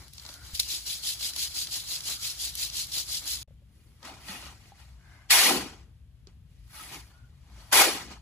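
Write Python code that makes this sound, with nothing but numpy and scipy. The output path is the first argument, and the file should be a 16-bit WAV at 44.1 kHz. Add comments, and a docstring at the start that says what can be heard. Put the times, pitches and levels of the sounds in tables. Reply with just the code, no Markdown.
"""In a foundry yard, moulding sand is shaken through a wire sieve into a steel flask; the sound drops out briefly,
then a shovel tips two loads in and is driven twice into the heap. Grains hissing on mesh and blade are shaped
noise, clods tick as short sprays of noise and knock as fading tones, and a low rumble fills the yard.
Heard close by in stereo. Table levels are those before the gain in record()."""
import sys
import numpy as np
from scipy import signal
from scipy.fft import rfft, irfft, next_fast_len
from scipy.io import wavfile
from scipy.ndimage import uniform_filter1d

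SR = 44100
rng = np.random.default_rng(int(sys.argv[2]) if len(sys.argv) > 2 else 0)


def digitize_waveform(pressure):
    """Quantize a signal to 16-bit integers and store it at the path in sys.argv[1].

    Rows of a 2-D input are taken as channels; values are limited to [-1, 1].
    """
    field = np.atleast_2d(pressure).T
    bounded = np.clip(field, -1, 1)
    quanta = np.round(bounded * 32767).astype(np.int16)
    wavfile.write(sys.argv[1], SR, quanta)


N = 362061
T = np.arange(N) / SR  # time of each sample, s
SIZE = next_fast_len(N)
HZ = np.arange(SIZE // 2 + 1) * SR / SIZE + 1e-3  # just above zero, so its logarithm exists

# The sieve is lifted and its load settles: grains on the mesh [t/s, level/dB]
SIEVE_LIFT = [(0, -54.5), (.12, -63), (.14, -55.5), (.27, -51), (.35, -49.5), (.39, -58.5), (.45, -50.5),
              (.53, -49.5), (.66, -44.5), (3.43, -45.5)]
# Jerks that throw the load [t/s, level/dB]
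SIEVE_JOLTS = [(.552, -36.5), (.606, -34.5)]
JOLT_RISE_DB_S, JOLT_FALL_DB_S = 899.5, 249
# Each sweep of the arms [start t/s, peak level/dB, skew/1: under 1 peaks early]
ARM_STROKES = [(0.668, -32, 0.63), (0.848, -33.5, 0.69), (1.012, -31.5, 0.91), (1.175, -32.5, 1.),
               (1.342, -31.5, 1.01), (1.533, -32.5, 0.62), (1.708, -33.5, 0.48), (1.85, -33.5, 0.97),
               (2.03, -32, 0.84), (2.2, -32.5, 0.73), (2.373, -33.5, 0.75), (2.542, -31.5, 1.06),
               (2.712, -32.5, 0.96), (2.901, -31, 0.87), (3.067, -32.5, 0.87), (3.249, -31.5, 0.72)]
STROKE_S, STROKE_POINT = 0.16, 1.6  # length; above 1 the swell is more pointed
# Tone of grains on the mesh [f/Hz, level/dB per Hz]
MESH_TONE = [(1200, -34), (2200, -12), (3200, -3.5), (4300, 0), (6500, -4), (9000, -5.5), (11000, -4.5),
             (13000, -12), (15500, -12)]
# Ringing of the mesh wires [f/Hz, width/Hz, level/dB]
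WIRE_MODES = [(3260, 67, -10), (4080, 77, 1), (4830, 520, -13), (4800, 1000, -8.5), (6700, 300, -6.5)]
# Sand landing in the flask [t/s, level/dB]
FLASK_LANDING = [(0.0, -52), (0.12, -76.5), (0.27, -58), (0.43, -59), (0.58, -65.5), (1.2, -61.5),
                 (3.43, -63)]
# Tone of that patter [f/Hz, level/dB per Hz]
PATTER_TONE = [(150, -13.5), (300, 2), (450, -6.5), (700, -2), (1000, -2.5), (1500, -1), (2400, -1.5)]


def sieve():
    """Grains roll over the mesh with each stroke and ring its wires; what falls through patters into the flask."""
    power = curves(SIEVE_LIFT)[0] ** 2
    for s, db in SIEVE_JOLTS:
        power += (undb(db) * rush(s, JOLT_RISE_DB_S, 0, JOLT_FALL_DB_S)) ** 2

    sweep = np.zeros(N)
    k = np.arange(int(STROKE_S * SR))
    for s, db, skew in ARM_STROKES:
        swell = np.sin(np.pi * (k / len(k)) ** skew) ** STROKE_POINT
        sweep[int(s * SR) + k] += (undb(db) * swell) ** 2

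    roll = colour(grains(spread_db=2.26, flicker_db=0.93, rate=150), MESH_TONE)
    hiss = patchy(roll + undb(-2) * ring(roll, WIRE_MODES), depth_db=2.1, count=4)
    patter = colour(grains(spread_db=0.78, flicker_db=2.1, rate=60), PATTER_TONE)
    # each stroke shakes more sand through
    landing = curves(FLASK_LANDING)[0] + undb(-29.5) * np.sqrt(sweep)
    return np.sqrt(power + sweep) * hiss + landing * patter


# Tone of grit on the blade [f/Hz, level/dB per Hz]
GRIT_TONE = [(700, -30.5), (1200, -13), (1600, -5.5), (2200, -3), (4500, 0), (6500, -3.5), (8500, -8),
             (10000, -28.5)]
# Tone of the finest dust, also used for clods [f/Hz, level/dB per Hz]
DUST_TONE = [(7500, -25), (9000, -0.5), (11000, 0), (13000, -7), (15500, -9.5)]
# Duller rub of the blade, also the low part of clods [f/Hz, level/dB per Hz]
BODY_TONE = [(420, -25), (600, -4), (800, -2.5), (1300, -4.5), (1800, -14)]
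# Ringing of the blade [f/Hz, width/Hz, level/dB]
BLADE_MODES = [(790, 55, 7.5), (890, 110, 0), (1020, 31, 3), (1232, 150, -2.5), (1943, 98, 1.5),
               (2166, 80, -1.5), (2427, 97, -1.5), (2890, 60, -3.5), (3260, 70, -15), (4460, 110, -8.5)]
# Sand striking the flask wall makes it ring [start t/s, length/s, level/dB]
FLASK_RINGS = [(4.03, .11, -57), (4.26, .14, -48), (4.41, .1, -59), (6.74, .11, -55), (6.9, .08, -59)]
# Ringing of the flask wall [f/Hz, width/Hz, level/dB]
FLASK_MODES = [(864, 11, 1), (1283, 34, 5.5), (1895, 37, 1.5), (2520, 13, 2), (2805, 9.3, 7), (3430, 14, 2)]
# Once the load is full, the moving sand's sound glides deeper [start t/s, load full t/s, centre f/Hz until full]
BLADE_LOADS = [(5.3, 5.5, 360), (7.723, 7.843, 525)]
LOADED_HZ, DEEPEN_S = 245, 0.13  # deep centre; time to glide down to it


def shovel():
    """Grit rubs the steel: a hiss with the upper modes and dust, the lower modes and the moving sand on their own."""
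    grit, blade, bulk, dust = handling()
    rub = patchy(grains(spread_db=2.5, flicker_db=0.72, rate=91), depth_db=2.55, count=3)
    upper_modes = [mode for mode in BLADE_MODES if mode[0] > 1500]
    lower_modes = [mode for mode in BLADE_MODES if mode[0] < 1500]

    hiss = colour(rub, GRIT_TONE)
    hiss = unit(hiss + undb(3) * ring(hiss, upper_modes))

    # only a hard push makes the lower modes stand out of the dull rub
    push = np.clip(blade / undb(-42), 0, 1)
    ringing = unit(ring(rub, lower_modes))
    low = (push * ringing + 0.55 * colour(rub, BODY_TONE)) / (push + 0.55)

    wall = swells(FLASK_RINGS) * unit(ring(rub, FLASK_MODES))

    track = []
    for s, full, hz in BLADE_LOADS:
        track += [(s - 0.02, LOADED_HZ), (s, hz), (full, hz), (full + DEEPEN_S, LOADED_HZ)]
    sand = gliding(grains(spread_db=1.5, flicker_db=2.4, rate=40), track, octaves=0.63)
    return grit * hiss + dust * colour(rub, DUST_TONE) + blade * low + bulk * sand + wall


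# The blade is driven into the heap, one list per thrust
# [t/s, grit hissing level/dB, blade ringing level/dB, bulk of sand shifting level/dB]
BLADE_THRUSTS = [
    [(5.288, -66, -84, -83), (5.308, -20, -38.5, -55.5), (5.355, -20, -28, -48), (5.45, -22.5, -37, -45),
     (5.48, -24, -27.5, -34.5), (5.525, -28, -34, -31.5), (5.73, -56, -58.5, -55), (5.83, -68, -72.5, -68),
     (5.93, -90, -79, -72)],
    [(7.714, -50.5, -51, -83), (7.729, -20, -24.5, -38), (7.772, -20.5, -28.5, -37), (7.805, -18, -20, -39),
     (7.88, -30, -39, -39), (7.98, -40, -45, -48.5), (8.094, -56.5, -65, -59)],
]
THRUST_DUST_DB, DUST_FADE = 2, 1.272  # dust against grit at 0 dB; by this power it dies faster than grit
# Sand slides off the blade or rustles nearby [peak t/s, rise/dB/s, hold/s, fall/dB/s, grit level/dB,
# then against the grit: blade level/dB, bulk level/dB, dust level/dB]
SAND_SLIDES = [(3.76, 110, 0.29, 60, -73.5, -8.5, 0, -2), (4.051, 596, 0.022, 113, -48.5, 0.5, -4, -10.5),
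               (4.3, 180, 0.036, 120, -44.5, -8.5, -14.5, -5), (4.46, 60, 0.01, 135, -49.5, -5, -9, -11),
               (4.68, 61, 0.012, 250, -61, -9, -9, -8), (4.795, 149, .01, 84, -59.5, -6, -13.5, -9.5),
               (5.089, 90.5, 0.03, 30, -66, 0, -4.5, -9.5), (6.28, 1995, 0.0052, 300, -67, -3, -0.5, -28.5),
               (6.51, 250, .16, 50, -75, -20.5, -13, -7.5),
               (6.76, 245, 0.11, 101, -50.5, -8.5, -14.5, -1.5),
               (6.944, 200, .005, 187, -44.5, -7, -8, -6.5), (7.1, 200, 0.013, 55, -68, -3, -5, -9),
               (7.5, 70, .05, 60, -68.5, -3.5, -6, -10), (7.61, 150, 0.0092, 190, -57, -4, -12, -9),
               (7.7, 120, 0.012, 300, -61, -1, -11.5, -4), (8.113, 332, 0.0092, 236, -49, -1, -6, -16)]


def handling():
    """Gains of grit, blade, bulk and dust; thrusts and slides add up in power."""
    power = np.zeros((4, N))
    for table in BLADE_THRUSTS:
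        grit, blade, bulk = curves(table)
        dust = undb(THRUST_DUST_DB) * grit ** DUST_FADE
        power += np.array([grit, blade, bulk, dust]) ** 2
    for s, rise_db_s, hold, fall_db_s, db, *parts_db in SAND_SLIDES:
        levels = undb(db + np.array([0, *parts_db]))
        power += (levels[:, None] * rush(s, rise_db_s, hold, fall_db_s)) ** 2
    return np.sqrt(power)


# Clods hitting mesh, rim and ground
# [t/s, peak level/dB, top treble level/dB against the body, low part level/dB against the body]
CLOD_TICKS = [(0.081, -41, -3, -27), (0.1342, -36, 1, -34), (0.1813, -40.5, -10.5, -12),
              (0.251, -34.6, -18, -15), (0.2632, -32, -17, -33), (0.2892, -33.5, -10, -8),
              (0.3398, -32.5, -3, -26), (0.5505, -23.5, -9, -34), (0.595, -17.5, -5.5, -45),
              (0.598, -11, -4.5, -29.5), (0.6316, -26, -18, -35), (1.3355, -27.5, -15, -27),
              (1.3623, -21.5, -7, -22.5), (1.6707, -27, -14, -30), (2.0062, -28, -6, -35),
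              (2.0972, -26, -8, -30.5), (2.553, -23.5, 1, -30.5), (2.8692, -33, -1, -31),
              (3.2564, -30, 6, -37.5), (4.029, -38, -14, -3), (4.052, -35, -9, -7), (4.426, -42, -18, 10),
              (6.271, -40, -44, -17.5)]
# Smaller clods at random moments [from t/s, to t/s, count/1, mean peak level/dB]
CRUMB_SPELLS = [(.14, .35, 5, -39), (.7, 3.4, 8, -28)]
CRUMB_TOP_DB, CRUMB_LOW_DB = -32, -25  # against the body
# Tone of a clod's body [f/Hz, level/dB per Hz]
CLOD_TONE = [(1200, -24), (2400, -6.5), (4500, 7.5), (7000, -2), (9000, -16.5)]
TICK_S, BIG_TICK_S = 0.0027, 0.0078  # decay; added decay at full scale, as bigger clods spray longer


def ticks():
    """Each clod bursts at once into a short spray of grains: noise that starts sharply and dies away."""
    out = np.zeros((2, N))
    u = np.arange(SR // 20) / SR
    spray = rng.standard_normal((2, N))
    body, top, low = colour(spray, CLOD_TONE), colour(spray, DUST_TONE), colour(spray, BODY_TONE)

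    crumbs = []
    for start, end, count, db in CRUMB_SPELLS:
        for at, size in rng.random((count, 2)):
            peak_db = db + 6 * (size - 0.5)
            crumbs.append((start + (end - start) * at, peak_db, CRUMB_TOP_DB, CRUMB_LOW_DB))

    for s, db, top_db, low_db in [*CLOD_TICKS, *crumbs]:
        k = slice(int(s * SR), int(s * SR) + len(u))
        shape = (1 - np.exp(-u / 0.00011)) * np.exp(-u / (TICK_S + BIG_TICK_S * undb(db)))
        burst = shape * (body[:, k] + undb(top_db) * top[:, k] + undb(low_db) * low[:, k])
        out[:, k] += undb(db) * burst / np.abs(burst).max(axis=1, keepdims=True)
    return out


# Dull knocks on flask and ground [t/s, peak level/dB, f/Hz, time to fade by 60 dB/s]
DULL_KNOCKS = [(0.535, -34.5, 66.6, 0.098), (0.297, -53.5, 566, 0.046), (3.481, -57, 580, 0.029),
               (3.508, -55.5, 540, 0.03), (3.62, -65, 564, 0.059), (4.295, -42, 190, 0.17),
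               (4.72, -48.5, 800, 0.061), (6.272, -51, 387, 0.043)]


def knocks():
    """A soft blow into one damped mode: a sine that dies away."""
    out = np.zeros(N)
    u = np.arange(SR // 4) / SR
    for s, db, hz, t60 in DULL_KNOCKS:
        k = int(s * SR)
        fade = np.exp(-np.log(1000) * u / t60)
        out[k:k + len(u)] += undb(db) * np.sin(2 * np.pi * hz * u) * fade
    return out


# A faint narrow hiss comes and goes [start t/s, length/s, level/dB, centre f/Hz, width/Hz]
FAINT_WHISPS = [(0.265, 0.26, -61.5, 1450, 180), (1.95, 0.49, -62, 1350, 277),
                (4.976, 0.32, -64, 1610, 280), (5.016, 0.29, -67, 2060, 220),
                (7.096, 0.22, -67.5, 1450, 70)]


def whisps():
    """Narrow bands of noise that swell and fade."""
    noise = rng.standard_normal((2, N))
    out = np.zeros((2, N))
    for s, length, db, hz, width in FAINT_WHISPS:
        mode = [(hz, width, 0)]
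        band = ring(ring(noise, mode), mode)  # twice for steeper sides
        out += swells([(s, length, db)]) * unit(band)
    return out


# Tone of the yard [f/Hz, level/dB per Hz]
YARD_TONE = [(20, -23), (35, -15), (58, 6), (90, -3.5), (125, -4), (200, -15.5), (300, -29.5), (450, -34),
             (1000, -41), (3200, -39), (6500, -47.5), (11000, -45.5), (15500, -54.5)]


def yard():
    """Low rumble and faint hiss: steady noise, wavering a little."""
    level = undb(-55 + 1.2 * walk(rate=7.8))
    return level * colour(rng.standard_normal((2, N)), YARD_TONE)


# Stereo image by frequency: how alike left and right are, their level difference and phase
# [f/Hz, likeness/0-1, left minus right level/dB, phase of right ahead of left/rad]
STEREO_IMAGE = [(60, .95, 3.5, -.1), (250, .9, 2.8, 0), (600, .68, 1.5, 0), (1500, .5, .6, -.4),
                (3200, .25, 4, -1.3), (5000, .2, 1, -3.5), (6900, .35, 0, -6.3), (8600, .45, .5, -3.8),
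                (9200, .93, 0, -3.1), (15000, .93, 0, 6.3), (17000, .93, 0, 9.4)]


def stereo(pair):
    """Left hears the first stream; right a phase-shifted share of it plus the unrelated second."""
    hz, alike, pan_db, lead = np.transpose(STEREO_IMAGE)
    alike = np.interp(HZ, hz, np.clip(alike, 0, 1))
    pan_db = np.interp(HZ, hz, pan_db)
    lead = np.interp(HZ, hz, lead)
    first, second = rfft(pair, SIZE)
    right = alike * first * np.exp(1j * lead) + np.sqrt(1 - alike ** 2) * second
    return irfft([first * undb(pan_db / 2), right * undb(-pan_db / 2)], SIZE)[:, :N]


def undb(db):
    """Decibels to an amplitude factor."""
    return 10 ** (np.asarray(db) / 20)


def unit(x):
    """Scale to an average (RMS) strength of 1."""
    return x / np.sqrt(np.mean(x ** 2))


def curves(table):
    """Columns of a time table as gains per sample, silent outside its span."""
    s, *columns = np.transpose(table)
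    return np.array([undb(np.interp(T, s, c, left=-200, right=-200)) for c in columns])


def colour(x, points):
    """Shape a spectrum along (Hz, dB) points."""
    hz, db = np.transpose(points)
    gain = undb(np.interp(np.log(HZ), np.log(hz), db, left=-90, right=-90))
    return unit(irfft(rfft(x, SIZE) * gain, SIZE)[..., :N])


def ring(x, modes):
    """Sum of resonances, each peaking at its own level at its centre."""
    return sum(undb(db) * signal.lfilter(*signal.iirpeak(hz, hz / width, SR), x) for hz, width, db in modes)


def walk(rate):
    """Random levels, rate new ones a second, joined by ramps; spread near 1."""
    k = int(SR / rate)
    steps = np.repeat(rng.standard_normal(N // k + 1), k)
    return unit(uniform_filter1d(steps, k)[:N])


def grains(spread_db, flicker_db, rate):
    """Two unrelated streams of dense impacts of mixed size, whose flow flickers together."""
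    mix = np.minimum(rng.exponential(size=N), 4)
    size = undb(spread_db * mix + flicker_db * walk(rate))
    return size * rng.standard_normal((2, N))


def patchy(x, depth_db, count):
    """Resonances come and go as the load shifts: gain wanders in patches of count steps by count bins."""
    spec = signal.stft(x, nperseg=512)[2]
    field = rng.standard_normal(spec.shape[1:])
    field = uniform_filter1d(field, size=count, axis=0)
    field = unit(uniform_filter1d(field, size=count, axis=1))
    return unit(signal.istft(spec * undb(depth_db * field), nperseg=512)[1][:, :N])


def swells(rows):
    """Gains that rise and fall over (start, length, dB) spans."""
    return sum(undb(db) * np.sin(np.pi * np.clip((T - s) / length, 0, 1)) for s, length, db in rows)


def gliding(x, track, octaves):
    """A band whose centre follows (s, Hz) points; before the first it rests at the last."""
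    hz, s, spec = signal.stft(x, SR, nperseg=1024)
    at, centre = np.transpose(track)
    away = np.log2((hz[:, None] + 1) / np.interp(s, at, centre, left=centre[-1]))
    band = np.exp(-0.5 * (away / octaves) ** 2)
    return unit(signal.istft(spec * band, nperseg=1024)[1][:, :N])


def rush(s, rise_db_s, hold, fall_db_s):
    """Gain that climbs to 1 at s, holds and dies away."""
    return undb(rise_db_s * np.minimum(T - s, 0) - fall_db_s * np.maximum(T - s - hold, 0))


def scene():
    """All sources together, spread in stereo."""
    return stereo(sieve() + shovel() + ticks() + knocks() + whisps() + yard())


# Moments of the dropout: fade starts, fade steepens, lowest point, sound back [t/s]
DROPOUT_S = (3.43, 3.446, 3.475, 3.476)
TOP_HZ = 15550


def record(dry):
    """The sound drops out briefly; the loudest peaks are rounded and the top is cut off."""
    dip_db = np.interp(T, DROPOUT_S, [0, -11.5, -45.5, 0])
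    rounded = np.tanh(dry * undb(2 + dip_db))  # 2 dB of gain outside the dropout
    low_pass = signal.ellip(10, 0.2, 80, TOP_HZ, fs=SR, output="sos")
    return signal.sosfilt(low_pass, rounded)


dry = scene()
out = record(dry)
digitize_waveform(out)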